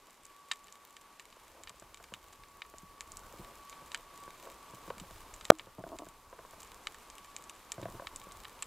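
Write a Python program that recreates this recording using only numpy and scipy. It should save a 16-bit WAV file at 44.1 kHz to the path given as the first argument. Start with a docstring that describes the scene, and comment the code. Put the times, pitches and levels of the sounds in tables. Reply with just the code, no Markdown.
"""Snapping shrimp on a rocky reef

Under water, with a camera's microphone in a sealed housing. Shrimp snap near and far, ringing modes of the housing.
The diver's gear knocks, creaks and rubs against it: clicks, uneven slips and dense grains ring its lower modes.
One hard blow, stepped pressure and ringing, overloads the input, which all but falls silent for a moment.
Behind lie shaped noise for the sea's hiss, its midrange wash and a slow rumble of moving water, and a wavering hum.
"""
import sys
import numpy as np
from scipy import signal
from scipy.fft import rfft, irfft
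from scipy.io import wavfile

SR = 44100
rng = np.random.default_rng(int(sys.argv[2]) if len(sys.argv) > 2 else 0)


def wrap_up_sound(samples):
    """Save the sound to the file named by the first command line argument, as 16-bit audio."""
    columns = np.atleast_2d(samples).T
    # keep every value between -1 and 1, then stretch to whole-number steps
    tamed = np.clip(columns, -1, 1)
    steps = np.round(tamed * 32767).astype(np.int16)
    wavfile.write(sys.argv[1], SR, steps)


N = 381906   # length in samples

# Near claw snaps, drive of each set of modes: (time [s], shell level [dB], port level [dB])
NEAR_SNAPS = [(0.2538, -66, -42), (0.5143, -19, -44), (0.5172, -26, -27.5), (0.5349, -43, -42),
              (0.683, -44.5, -50), (0.725, -63, -39.5), (0.9673, -42, -46), (1.1966, -38.5, -43.5),
              (1.327, -48.5, -54), (1.6357, -46, -42), (1.6735, -35.5, -56), (1.695, -43.5, -38),
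              (1.7982, -64, -39.5), (1.9446, -45, -46.5), (1.973, -47, -44), (2.041, -43.5, -43),
              (2.1388, -30.5, -40), (2.3309, -46, -45), (2.4363, -45, -66), (2.6197, -32.5, -58),
              (2.6503, -48, -66), (2.784, -65, -40), (3.0079, -37.5, -34.5), (3.1192, -64, -38),
              (3.1707, -52, -33.5), (3.6969, -48, -37.5), (3.7278, -42, -52), (3.9183, -40, -41.5),
              (3.9462, -23.5, -30), (4.902, -39, -50), (4.9994, -40.5, -41), (5.3397, -45, -34),
              (5.4109, -39, -45), (5.4527, -38, -30), (5.5864, -46, -36), (5.5956, -28.5, -43),
              (5.9876, -36.5, -33), (6.0873, -47, -36.5), (6.604, -58, -37.5), (6.631, -44, -39),
              (6.8709, -28.5, -36), (6.945, -40.5, -40.5), (7.101, -48.5, -40), (7.1826, -43.5, -43),
              (7.3648, -42, -33.5), (7.4402, -55, -39), (7.4961, -37.5, -34), (7.7196, -36, -24.5),
              (7.8308, -41.5, -57), (8.0707, -32, -41), (8.1608, -47, -29.5), (8.321, -56, -38),
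              (8.4521, -37.5, -62), (8.6241, -29, -21.5)]
# Ringing modes of the housing shell: (frequency [Hz], level [dB], t60 [s])
SHELL_MODES = [(1187, -7, 0.01), (1816, -15.5, 0.023), (2330, -5, 0.0074), (3040, -3, 0.0044),
               (3766, -7, 0.0075), (4670, -17.5, 0.015)]
# Ringing modes of the lens port: (frequency [Hz], level [dB], t60 [s])
PORT_MODES = [(6360, -15, 0.0032), (7250, -3.5, 0.0039), (7880, -11, 0.0069), (8840, -2.5, 0.0011),
              (11200, -11, 0.0018), (14000, -7.5, 0.0027)]


def near_shrimp():
    """Claw snaps close by ring the housing shell and the lens port."""
    times, shell_db, port_db = np.transpose(NEAR_SNAPS)
    shell = strike(times, shell_db, SHELL_MODES, echo_db=-7.0, echo_s=0.0052, spread_db=4.0)
    port = strike(times, port_db, PORT_MODES, echo_db=-8.5, echo_s=0.006, spread_db=5.5)
    shell = band(band(shell, 870, 8500), 870, 8500)   # twice, for steeper edges
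    return shell + band(port, 2450, 9700)


BLOW_S = 5.5019   # when the blow lands
# Modes the blow sets ringing: (frequency [Hz], level [dB], t60 [s])
BLOW_MODES = [(315, -29, 0.17), (658, 5.5, 0.013), (1200, -4.5, 0.023), (1390, -6, 0.015), (2210, -15, .01),
              (3220, -12.5, 0.014), (3890, -12.5, 0.012), (5750, -17.5, 0.0136), (7400, -14, 0.0082)]


def blow():
    """Sudden pressure steps that spring back; with the first rebound the housing rings, and a late bounce follows."""
    steps, hit = np.zeros((2, N))
    for lag_s, size in [(0, -1.3), (0.0011, -1.4), (0.0017, -0.6)]:
        steps[round((BLOW_S + lag_s) * SR):] += size
    springing_back = signal.sosfilt(signal.butter(2, 330, "high", fs=SR, output="sos"), steps)
    hit[round((BLOW_S + 0.00105) * SR)] = 1
    late_hit = np.roll(hit, round(0.0157 * SR))
    bounce = -from_db(-27) * soften(late_hit, contact_s=0.0008)
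    ringing = sum(from_db(db) * ring(hit + bounce, hz, t60) for hz, db, t60 in BLOW_MODES)
    return springing_back + ringing


# Gear knocking the housing, drive of each set of modes: (time [s], low level [dB], upper level [dB])
GEAR_KNOCKS = [(1.7028, -55, -45.5), (1.8223, -49, -41), (2.001, -52, -42.5), (2.1212, -42.5, -40.5),
               (2.385, -50, -67), (2.7393, -59, -38.5), (2.8322, -43, -70), (3.3369, -49.5, -42.5),
               (4.2785, -47, -41), (4.4717, -61, -40), (4.699, -49, -60), (4.7363, -43, -46.5),
               (4.8785, -38.5, -40), (4.9041, -43, -28.5), (5.012, -39.5, -67), (5.6712, -44, -36),
               (5.786, -31.5, -58), (5.8389, -41, -30.5), (6.0674, -38.5, -36), (6.3283, -68, -33.5),
               (6.3904, -43, -34.5), (6.4502, -62, -41), (6.5348, -72, -42), (7.7807, -34, -37),
               (7.797, -36.5, -39.5), (7.8137, -40, -48), (7.828, -38.5, -37), (7.856, -37.5, -29),
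               (7.885, -34, -40.5), (7.937, -40, -55), (7.949, -37, -55), (8.0217, -54, -37.5),
               (8.048, -59, -41), (8.203, -50, -70)]
# Modes of the housing under knocks, creaks and rubs: (frequency [Hz], level [dB], t60 [s])
BODY_MODES = [(122.6, -13, 0.12), (180, -8.5, 0.072), (336, -7.5, 0.032), (549, -5.5, 0.024),
              (673, -12, 0.048), (1023, -4, 0.012), (1510, -12.5, 0.016)]
SMALL_KNOCK_OVER_STIR_DB = -14   # faint random knocks follow the stirring of the water


def gear(stir_db):
    """Soft knocks on the housing, marked and faint, ring its low and upper body modes."""
    times, low_db, upper_db = np.transpose(GEAR_KNOCKS)
    small_times = rng.uniform(0, N / SR, 40)
    small_db = stir_db[(small_times * SR).astype(int)] + SMALL_KNOCK_OVER_STIR_DB
    small_low_db, small_upper_db = small_db + rng.normal(0, 5.0, (2, len(small_times)))
    times = np.r_[times, small_times]
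    low_db = np.r_[low_db, small_low_db]
    upper_db = np.r_[upper_db, small_upper_db + 5]
    low = strike(times, low_db, BODY_MODES[:3], echo_db=-1.0, echo_s=0.00664, spread_db=3.5, count=4)
    upper = strike(times, upper_db, BODY_MODES[3:], echo_db=-2.5, echo_s=0.00431, spread_db=3.5, count=4)
    return band(low, 68, 586) + band(upper, 280, 4100)


# A rubber part creaking on the housing, drive of each pull: (time [s], length [s], level [dB])
CREAK_PULLS = [(5.783, 0.0363, -25), (5.8674, .016, -25), (5.894, .014, -27), (5.9183, .04, -22),
               (5.994, .014, -22.5), (6.0206, .014, -23)]
SLIPS_PER_S, SLIP_JITTER_S = 165, 0.00071
SLIP_FADE_DB = 5.5   # over one pull


def creaks():
    """Stick-slip: each pull is a run of slightly uneven slips that ring the housing briefly."""
    slips = []
    for start_s, length_s, db in CREAK_PULLS:
        for lag_s in np.arange(0, length_s, 1 / SLIPS_PER_S):
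            slips.append((start_s + lag_s, db - SLIP_FADE_DB * lag_s / length_s))
    times, levels_db = np.transpose(slips)
    times = times + SLIP_JITTER_S * rng.standard_normal(len(times))
    clicks = np.zeros(N)
    clicks[(times * SR).astype(int)] = from_db(levels_db + rng.normal(0, 1.3, len(times)))
    pushes = soften(clicks, contact_s=0.00082)
    modes = [BODY_MODES[2]] + BODY_MODES[4:6]
    ringing = sum(from_db(db) * ring(pushes, hz, 0.6 * t60) for hz, db, t60 in modes)   # shortened
    return band(ringing, 340, 1230)


# Soft rubbing on the housing, height of each stroke: (time [s], length [s], level [dB])
RUB_STROKES = [(1.498, 0.17, -61), (3.248, .35, -63), (4.407, 0.16, -55), (7.777, 0.18, -57)]


def rubs():
    """Dense uneven grains under a smooth stroke, heard through the middle modes of the housing."""
    t = np.arange(N) / SR
    stroke = np.zeros(N)
    for start_s, length_s, db in RUB_STROKES:
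        stroke += from_db(db) * np.sin(np.pi * np.clip((t - start_s) / length_s, 0, 1))
    grains = (rng.random(N) < 400 / SR) * rng.standard_normal(N)   # about 400 a second
    ringing = sum(from_db(db) * ring(grains, hz, t60) for hz, db, t60 in BODY_MODES[2:6])
    return stroke * rms_one(band(ringing, 400, 1160))


def far_shrimp(hiss_db):
    """A random crackle of many faint distant snaps, few of them strong, following the sea hiss."""
    times = rng.uniform(0, N / SR, 900)
    size_db = hiss_db[(times * SR).astype(int)] + 5 * np.minimum(rng.exponential(1, len(times)), 3.2)
    shell_db = size_db - 4.0 + rng.normal(0, 3.9, len(times))
    shell = strike(times, shell_db, SHELL_MODES, echo_db=-4.0, echo_s=0.0049, spread_db=0.0, count=3)
    port = strike(times, size_db - 0.5, PORT_MODES, echo_db=-1.5, echo_s=0.0015, spread_db=4.0, count=3)
    return band(shell, 1000, 7100) + band(port, 4300, 20000)


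# Spectrum of the sea hiss: (frequency [Hz], relative level per Hz [dB])
HISS_SPECTRUM = [(900, -34.5), (1300, -6.5), (2200, -4.5), (5260, -11.5), (7280, -12.5), (14400, -16.5)]
# Spectrum of the midrange wash: (frequency [Hz], relative level per Hz [dB])
WASH_SPECTRUM = [(71, -46.5), (120, -14.5), (409, -9.5), (796, -11.5), (884, -6.5), (1060, -5.5),
                 (1130, -3.5), (1360, -14), (1500, -14.5), (1950, -29), (3300, -120)]
# Spectrum of the rumble of moving water: (frequency [Hz], relative level per Hz [dB])
RUMBLE_SPECTRUM = [(20, 11), (50, -9.5), (110, -26.5), (200, -49.5)]
HISS_TOP_HZ = 15350
WASH_OVER_HISS_DB, WASH_FOLLOWS_STIR = 2.5, 0.195   # offset; share of the stirring's dB swing


def sea(hiss_db, stir_db):
    """Three shaped noises: hiss, a wash riding on it with a share of the stirring, and the rumble of stirred water."""
    low_pass = signal.cheby2(12, 50, HISS_TOP_HZ, fs=SR, output="sos")
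    hiss = signal.sosfilt(low_pass, coloured(HISS_SPECTRUM, patchy_db=0.6))
    wash_db = hiss_db + WASH_OVER_HISS_DB + WASH_FOLLOWS_STIR * (stir_db - stir_db.mean())
    wash = coloured(WASH_SPECTRUM, patchy_db=1.06)
    rumble = coloured(RUMBLE_SPECTRUM, patchy_db=2.5)
    return from_db(hiss_db) * hiss + from_db(wash_db) * wash + from_db(stir_db) * rumble


# Course of the faint hum, before its quick wavering: (time [s], level [dB])
HUM_LEVEL = [(0, -74), (0.4, -62), (1.15, -66.5), (1.4, -85), (2.2, -67), (2.9, -59.5), (3.3, -64.5),
             (3.75, -56.5), (4.02, -66.5), (4.25, -53), (4.42, -68.5), (4.8, -59.5), (5.5, -74), (6.1, -59),
             (6.7, -82.5), (7.25, -59), (7.7, -77), (8.3, -58.5), (8.66, -85)]
HUM_HZ = 1134   # centre of the wavering pitch


def hum():
    """A thin sine tone whose pitch and strength waver."""
    level_db, = in_time(HUM_LEVEL)
    pitch_hz = HUM_HZ + 3 * drift(2.5) + 3 * drift(15)
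    phase = 2 * np.pi * np.cumsum(pitch_hz) / SR
    return np.sqrt(2) * from_db(level_db + 1.5 * drift(10)) * np.sin(phase)   # root 2: levels are rms


def strike(times, levels_db, modes, echo_db, echo_s, spread_db, count=16):
    """Each event is a click and a dying scatter of echoes; every mode takes them with strengths of its own."""
    lags = np.c_[np.zeros(len(times)), rng.exponential(echo_s, (len(times), count))]
    # early echoes fade fast, late ones linger
    fade_db = np.where(lags > 0, echo_db - 9 * np.sqrt(lags / echo_s), 0)
    at = np.minimum(((times[:, None] + lags) * SR).astype(int), N - 1)
    push = rng.choice([-1, 1], len(times))   # the first click drives all modes the same way, echoes do not
    out = np.zeros(N)
    for hz, level_db, t60 in modes:
        scatter_db = spread_db * rng.standard_normal(at.shape)
        sizes = from_db(levels_db[:, None] + level_db + fade_db + scatter_db)
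        signs = np.where(lags > 0, rng.choice([-1, 1], at.shape), push[:, None])
        clicks = np.bincount(at.ravel(), (sizes * signs).ravel(), N)
        out += ring(clicks, hz, t60)
    return out


def ring(clicks, hz, t60):
    """A damped resonator: a unit click sets a sine of height 1 ringing, 60 dB down after t60 seconds."""
    r, w = from_db(-60 / (t60 * SR)), 2 * np.pi * hz / SR
    return signal.lfilter([0, np.sin(w)], [1, -2 * r * np.cos(w), r * r], clicks + 1e-18)


def soften(x, contact_s):
    """A soft contact spreads each push over its contact time."""
    push = np.hanning(round(contact_s * SR))
    return signal.lfilter(push / push.sum(), 1, x)


# Left-right difference added to the noises: (frequency [Hz], level of the difference relative to centre [dB])
SIDE_LEVEL = [(40, -39.5), (400, -16), (1300, -26), (5000, -6.5), (12000, -6)]


def coloured(spectrum, patchy_db):
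    """Stereo noise of a given spectrum, flickering a little: a common part, plus a part opposite left and right; rms 1."""
    hz = np.maximum(np.fft.rfftfreq(N, 1 / SR), 1)
    shape = from_db(at_hz(spectrum, hz)) * (hz > 15)
    mid, side = rfft(rng.standard_normal((2, N))) * shape
    mid = irfft(mid, N)
    side = irfft(side * from_db(at_hz(SIDE_LEVEL, hz)), N)
    return rms_one(from_db(patchy_db * drift(12)) * (mid + side * [[1], [-1]]))


def drift(rate):
    """Slow random wandering of rms 1, faster for a higher rate."""
    step = 40   # samples between computed points
    r = np.exp(-2 * np.pi * rate * step / SR)
    noise = rng.standard_normal(N // step + 2002)
    slow = signal.lfilter([1], [1, -2 * r, r * r], noise)[2000:]   # drop the settling
    return np.interp(np.arange(N) / step, np.arange(len(slow)), rms_one(slow))


def band(x, low_hz, high_hz):
    """Keep the band between two frequencies."""
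    return signal.sosfilt(signal.butter(2, [low_hz, high_hz], "band", fs=SR, output="sos"), x)


def from_db(db):
    """Decibels to amplitude."""
    return 10 ** (np.asarray(db) / 20)


def rms_one(x):
    """Scale to rms 1."""
    return x / np.sqrt(np.mean(x ** 2) + 1e-20)


def in_time(rows):
    """Draw each column of a table over time, sample by sample."""
    s, *columns = np.transpose(rows)
    return [np.interp(np.arange(N) / SR, s, c) for c in columns]


def at_hz(points, hz):
    """Read a spectrum table on a logarithmic frequency scale."""
    table_hz, level_db = np.transpose(points)
    return np.interp(np.log(hz), np.log(table_hz), level_db)


# Course of the sea hiss: (time [s], level [dB])
HISS_LEVEL = [(0, -64.5), (1.2, -64), (2.8, -65), (3.4, -60.5), (8.66, -61)]
# Water stirring round the housing, as the course of its rumble: (time [s], level [dB])
STIR_LEVEL = [(0, -55), (1.2, -55), (1.45, -46.5), (2.9, -44.5), (3.3, -38.5), (4.1, -46), (4.8, -41.5),
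              (6.0, -39), (7.0, -44.5), (7.65, -49), (7.9, -36.5), (8.66, -40)]


def scene():
    """Everything reaching the microphone, from the nearest snaps to the hum."""
    hiss_db, = in_time(HISS_LEVEL)
    stir_db, = in_time(STIR_LEVEL)
    on_housing = near_shrimp() + blow() + gear(stir_db) + creaks() + rubs()
    return on_housing + far_shrimp(hiss_db) + sea(hiss_db, stir_db) + hum()


# The silence after an overload: (begins [s], ends [s]), both counted from the overload
MUTE_SPAN = (.0054, .0142)
TURN_DOWN_DB, HOLD_S, RECOVER_S = -4.5, 0.79, 0.23   # gain after an overload; hold counts from it
CUTOFF_HZ = 16500


def record(dry):
    """The input clips; its first overload mutes it briefly, then lowers the gain; lows and highs are cut."""
    since = (np.arange(N) - np.argmax(np.abs(dry[0]) > 0.25)) / SR   # seconds from the overload
    mute_from, mute_to = MUTE_SPAN
    blocked_db = np.interp(since, [mute_from - 0.0004, mute_from, mute_to, mute_to + 0.002], [0, -50, -50, 0])
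    recovery = np.clip(1 - (since - HOLD_S) / RECOVER_S, 0, 1)
    lowered_db = TURN_DOWN_DB * (since > mute_from) * recovery
    clipped = np.clip(dry, -0.9, 0.97)
    # the coupling capacitor
    coupled = signal.sosfilt(signal.butter(2, 95, "high", fs=SR, output="sos"), clipped)
    low_pass = signal.cheby2(12, 60, CUTOFF_HZ, fs=SR, output="sos")
    return signal.sosfilt(low_pass, coupled * from_db(blocked_db + lowered_db))


dry = scene()
out = record(dry)
wrap_up_sound(out)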